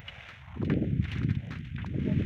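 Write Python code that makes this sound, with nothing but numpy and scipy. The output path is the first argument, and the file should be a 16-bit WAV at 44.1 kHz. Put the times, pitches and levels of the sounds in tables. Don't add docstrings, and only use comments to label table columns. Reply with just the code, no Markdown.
import sys
import numpy as np
from scipy import signal
from scipy.fft import rfft, irfft
from scipy.io import wavfile
from scipy.ndimage import uniform_filter1d

SR = 44100
rng = np.random.default_rng(int(sys.argv[2]) if len(sys.argv) > 2 else 0)


def master_out(mix):
    frames = np.transpose(np.atleast_2d(mix))
    ceiling = np.clip(frames, -1, 1)
    pcm = np.round(ceiling * 32767).astype(np.int16)
    wavfile.write(sys.argv[1], SR, pcm)


N = 99313
TIME = np.arange(N) / SR
HZ = np.maximum(np.fft.rfftfreq(N, 1 / SR), 1)


def from_db(db):
    return 10 ** (np.asarray(db) / 20)


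def rms_one(x):
    return x / np.sqrt(np.mean(x ** 2) + 1e-20)


def in_time(rows):
    s, *columns = np.transpose(rows)
    return [np.interp(TIME, s, c) for c in columns]


def colour(points):
    hz, db = np.transpose(points)
    return from_db(np.interp(np.log(HZ), np.log(hz), db))


def hump(hz, octaves):
    return np.exp(-.5 * (np.log2(HZ / hz) / octaves) ** 2)


def shaped(x, gain):
    return rms_one(irfft(rfft(x) * gain, N))


def white():
    return rng.standard_normal(N)


def evened(x, seconds, share):
    power = uniform_filter1d(np.abs(signal.hilbert(x)) ** 2, max(int(seconds * SR), 1))
    swing = (np.abs(power) + 1e-9) ** (np.clip(share, 0, 1) / 2)
    return rms_one(x / swing)


def grains(per_s, spread_db):
    sizes = from_db(spread_db * np.minimum(rng.exponential(1, N), 4))
    signs = rng.choice([-1, 1], N)
    return sizes * signs * (rng.random(N) < per_s / SR)


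def blow(s, attack_s, decay_s):
    age = TIME - s
    rise = np.clip(age / attack_s, 0, 1)
    return rise * np.exp(-np.clip((age - attack_s) / decay_s, 0, 20))


def swell(s, half_s):
    return np.exp(-.5 * np.minimum(((TIME - s) / half_s) ** 2, 100))


PORT_LOW_HZ, PORT_SLOPE = 80.6, 4


def port(hz):
    return 1 / np.sqrt(1 + (PORT_LOW_HZ / hz) ** (2 * PORT_SLOPE))


EDDY_STEEPNESS = 1.3


def eddy(hz, reach_hz):
    return np.exp(-(hz / reach_hz) ** EDDY_STEEPNESS) * port(hz)


WIND_TRIM_DB, WIND_EVEN_S, WIND_EVENNESS = 1.5, 0.051, 0.89
# [t/s, level before trim/dB, turbulence reach f/Hz]
WIND = [(0, -49.5, 77.6), (.27, -58, 82.2), (.42, -51, 66.3), (.55, -45, 74.8), (.62, -35.5, 165),
        (.72, -30.5, 198), (.85, -33.5, 205), (.96, -32, 148.3), (1.10, -39, 109.7), (1.22, -32.5, 164.4),
        (1.42, -41.5, 107.5), (1.54, -40.5, 167), (1.69, -42.5, 83.7), (1.79, -37.5, 115),
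        (1.92, -37, 156.7), (2.09, -32.5, 193.4), (2.25, -32.5, 145)]


def wind():
    level_db, reach_hz = in_time(WIND)
    rumble, power = 0, 0
    for hz in 20 * 2 ** (np.arange(19) / 3):
        gain = eddy(hz, reach_hz) * np.sqrt(hz)
        rumble = rumble + gain * shaped(white(), hump(hz, 1 / 6))
        power = power + gain ** 2
    steady = evened(rumble / np.sqrt(power), WIND_EVEN_S, WIND_EVENNESS)
    return from_db(level_db + WIND_TRIM_DB) * steady


AIR_DB = -73
# [f/Hz, relative level per Hz/dB]
AIR_COLOUR = [(200, 4), (1000, -20), (15500, -29)]


def air():
    return from_db(AIR_DB) * shaped(white(), colour(AIR_COLOUR))


RUSTLE_GRAINS_PER_S, RUSTLE_GRAIN_DB = 1500, -0.5
HISS_GRAINS_PER_S, HISS_GRAIN_DB = 2600, -0.5
DRAG_OCTAVES = 0.39
FLUTTER_DB, FLUTTER_HZ = 1.2, 26
# [t/s, level before flutter/dB]
RUSTLE = [(0, -64.5), (.55, -60), (.79, -59.5), (.85, -57.5), (.97, -61), (1.42, -58.5), (1.64, -57),
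          (1.92, -61), (2.25, -53)]
# [f/Hz, relative level per Hz/dB]
RUSTLE_COLOUR = [(1050, -19), (1500, -1.5), (2100, 4.5), (3300, -5), (4000, -16.5), (4700, -29),
                 (6300, -24), (8500, -41.5), (15000, -57.5)]
# [t/s, level before flutter/dB, half-length/s]
SWISHES = [(.005, -53.5, 0.02), (0.103, -52, 0.043), (0.251, -49, 0.11), (1.13, -51, 0.078),
           (2.053, -55, 0.049), (2.198, -51.5, 0.16)]
# [f/Hz, relative level/dB]
HISS_COLOUR = [(300, -15), (700, -12.5), (1500, -2.5), (2100, 4.5), (3700, -10), (4600, -24), (6000, -23),
               (8000, -36.5), (15500, -51)]
# [t/s, level before flutter/dB, half-length/s, centre f/Hz]
DRAGS = [(0.155, -58, 0.13, 644), (0.51, -54, 0.066, 925), (1.463, -56.5, 0.047, 563)]


def cart():
    rustle_grains = grains(RUSTLE_GRAINS_PER_S, RUSTLE_GRAIN_DB)
    rustle = from_db(in_time(RUSTLE)[0]) * shaped(rustle_grains, colour(RUSTLE_COLOUR))
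    sway = np.sqrt(sum((from_db(db) * swell(s, half_s)) ** 2 for s, db, half_s in SWISHES))
    straw = sway * shaped(grains(HISS_GRAINS_PER_S, HISS_GRAIN_DB), colour(HISS_COLOUR))
    out = rustle + straw
    for s, db, half_s, hz in DRAGS:
        out = out + from_db(db) * swell(s, half_s) * shaped(white(), hump(hz, DRAG_OCTAVES))
    flutter_db = FLUTTER_DB * shaped(white(), hump(FLUTTER_HZ, 1.0))
    return out * from_db(flutter_db)


HOOF_RISE_S, HOOF_OCTAVES, HOOF_EVEN_S = .003, 0.39, 0.0026
SOIL_GRAINS_PER_S, SOIL_GRAIN_DB, SOIL_SKIRT_DB = 3000, 4, -19
# [t/s, level before envelope/dB, centre f/Hz, decay/s, sand re soil/dB]
HOOVES = [(0.079, -37.5, 2530, 0.011, -15.5), (0.286, -44, 1750, 0.022, -8.5),
          (0.6152, -44.5, 1230, .005, -17.5), (0.6254, -38.5, 870, 0.0042, -22.5),
          (0.646, -48.5, 2480, 0.011, -5.5), (0.697, -32.5, 1730, 0.0099, -16),
          (0.715, -44.5, 2100, 0.022, -33), (1.025, -48.5, 2170, 0.0051, -10),
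          (1.04, -42.5, 2420, 0.0076, -6), (1.051, -39.5, 1970, 0.0073, -39),
          (1.078, -46.5, 2080, 0.06, -13.5), (1.1152, -39.5, 2400, 0.018, -8.5),
          (1.152, -47.5, 1780, 0.029, -18.5), (1.169, -43.5, 2120, 0.02, -18),
          (1.23, -42, 2000, 0.007, -9.5), (1.286, -46, 1980, 0.036, -17.5),
          (1.302, -44, 1890, 0.0085, -8.5), (1.349, -44, 2940, 0.0047, -11.5),
          (1.505, -43, 1570, 0.018, -8), (1.518, -42, 1760, 0.021, -13.5), (1.552, -46.5, 2070, 0.019, -14),
          (1.6477, -54, 2650, 0.022, -8), (1.779, -41.5, 1810, 0.025, -41), (1.816, -48, 2420, 0.017, -24),
          (1.859, -45.5, 1880, 0.0079, -5.5)]
# [f/Hz, relative level/dB]
SOIL_TOP = [(700, 11), (3600, 1), (4600, -12.5), (6500, -36), (8500, -32.5), (15000, -34.5)]
# [f/Hz, relative level per Hz/dB]
SAND = [(2500, 2.5), (4000, 6.5), (4700, -1.5), (6000, -5), (10000, -27), (15500, -23.5)]


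def hooves():
    out, top = 0, colour(SOIL_TOP)
    sand = shaped(grains(SOIL_GRAINS_PER_S, SOIL_GRAIN_DB), colour(SAND))
    for s, db, hz, decay_s, sand_db in HOOVES:
        gain = (hump(hz, HOOF_OCTAVES) + from_db(SOIL_SKIRT_DB)) * top
        soil = shaped(grains(SOIL_GRAINS_PER_S, SOIL_GRAIN_DB), gain)
        crunch = evened(soil, HOOF_EVEN_S, 1.0) + from_db(sand_db) * sand
        out = out + from_db(db) * blow(s, HOOF_RISE_S, decay_s) * crunch
    return out


CLINK_S, CLINK_GAP_S, CLINK_ATTACK_S = .0808, 0.0029, 0.00055
CLINK_DB, CLINK_OCTAVES = -40, 0.39
# [f/Hz, decay/s]
CLINK_MODES = [(2540, 0.0028), (2920, .007)]


def clink():
    rings = 0
    for s in CLINK_S + CLINK_GAP_S * np.arange(3):
        for hz, decay_s in CLINK_MODES:
            tone = np.sin(2 * np.pi * (hz * TIME + rng.random()))
            rings = rings + blow(s, CLINK_ATTACK_S, decay_s) * tone
    band = hump(CLINK_MODES[0][0], CLINK_OCTAVES)
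    return from_db(CLINK_DB) * irfft(rfft(rings) * band, N)


BUFFET_TRIM_DB, FRINGE_GAIN, FRINGE_HALF_S = 1, 0.21, 0.0093
THUMP_RING_HZ, THUMP_RING_OCTAVES, THUMP_RING_LIFT = 144, .2, 0.57
# [t/s, pulse peak before trim/dB, reach f/Hz]
BUFFETS = [(0.183, -40.5, 107), (0.334, -43, 169), (0.574, -28, 258), (0.607, -23, 185),
           (0.634, -19.5, 307), (0.679, -28, 353), (0.702, -19.5, 167), (0.709, -20.5, 387),
           (0.722, -17.5, 195), (0.732, -18.5, 273), (0.743, -22.5, 360), (0.772, -21.5, 370),
           (0.785, -25, 375), (0.82, -17.5, 203), (0.827, -23.5, 380), (0.843, -22.5, 370),
           (0.878, -21.5, 180), (0.922, -33, 333), (0.936, -24, 142), (0.999, -15, 161),
           (1.051, -22.5, 125), (1.163, -22.5, 196), (1.213, -23.5, 157), (1.248, -19.5, 194),
           (1.29, -21.5, 213), (1.312, -18, 155), (1.372, -21.5, 157), (1.509, -31, 235), (1.598, -28, 137),
           (1.752, -25.5, 158), (1.946, -28, 377), (1.962, -21.5, 222), (1.986, -19.5, 275),
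           (2.022, -21.5, 170), (2.062, -23, 290), (2.078, -17, 275), (2.097, -24, 240),
           (2.122, -17.5, 184), (2.163, -21.5, 200), (2.177, -19, 166), (2.2, -21, 284), (2.21, -24.5, 354)]


def buffets():
    half = N // 2
    out = np.zeros(2 * N)
    ring = 1 + THUMP_RING_LIFT * hump(THUMP_RING_HZ, THUMP_RING_OCTAVES)
    for s, db, reach_hz in BUFFETS:
        gain = HZ * np.exp(-(HZ / reach_hz) ** 2) * port(HZ) * ring
        thump = np.roll(irfft(gain, N), half)
        start = int(np.clip(s * SR, 0, N))
        out[start:start + N] += from_db(db) * thump / thump.max()
        fringe = swell(s, FRINGE_HALF_S) * shaped(white(), gain)
        out[half:half + N] += from_db(db) * FRINGE_GAIN * fringe
    return from_db(BUFFET_TRIM_DB) * out[half:half + N]


STONE_CYCLES, STONE_OCTAVES, STONE_CRACK_GAIN, STONE_ATTACK_S = 3.2, 0.41, 0.52, 0.00055
# [t/s, peak before resonances/dB, f/Hz]
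STONES = [(0.207, -35.5, 2180), (0.7383, -32.5, 2500), (1.1161, -28.5, 2700), (1.118, -48, 8800),
          (1.135, -33, 2160), (1.185, -44, 5620), (1.216, -34, 1380), (1.297, -32.5, 1940),
          (1.47, -52, 5700), (1.521, -39, 1830), (1.558, -35, 1870), (1.588, -51.5, 5600),
          (1.763, -33.5, 2450), (1.845, -30.5, 918), (1.863, -54, 5620)]


def stones():
    out = 0
    for s, db, hz in STONES:
        tone = np.sin(2 * np.pi * hz * (TIME - s))
        crack = STONE_CRACK_GAIN * shaped(white(), hump(hz, STONE_OCTAVES))
        click = blow(s, STONE_ATTACK_S, STONE_CYCLES / hz / 2) * (tone + crack)
        out = out + from_db(db) * click / (np.abs(click).max() + 1e-9)
    return out


CREAK_S, CREAK_HALF_S, CREAK_WIDTH_HZ, CREAK_EVENNESS = 2.102, .02, 16, 0.79
# [f/Hz, level/dB]
CREAK_MODES = [(620, -44), (861, -56)]


def creak():
    modes = 0
    for hz, db in CREAK_MODES:
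        peak = 1 / (1 + ((HZ - hz) / CREAK_WIDTH_HZ) ** 2)
        modes = modes + from_db(db) * evened(shaped(white(), peak), CREAK_HALF_S, CREAK_EVENNESS)
    return swell(CREAK_S, CREAK_HALF_S) * modes


RING_WIDTH_HZ = 28
# [f/Hz, lift/dB]
RINGS = [(1380, 2), (1600, 2.5), (2930, 3), (3517, 4.5)]


def ringing(x):
    gain = 1 + sum((from_db(db) - 1) / (1 + 1j * (HZ - hz) / RING_WIDTH_HZ) for hz, db in RINGS)
    return irfft(rfft(x) * gain, N)


def scene():
    ground = ringing(cart() + hooves() + stones())
    return (wind() + air() + ground + clink() + buffets() + creak())[None]


CUTOFF_HZ = 15850


def record(dry):
    return irfft(rfft(dry) / np.sqrt(1 + (HZ / CUTOFF_HZ) ** 200), N)


dry = scene()
out = record(dry)
master_out(out)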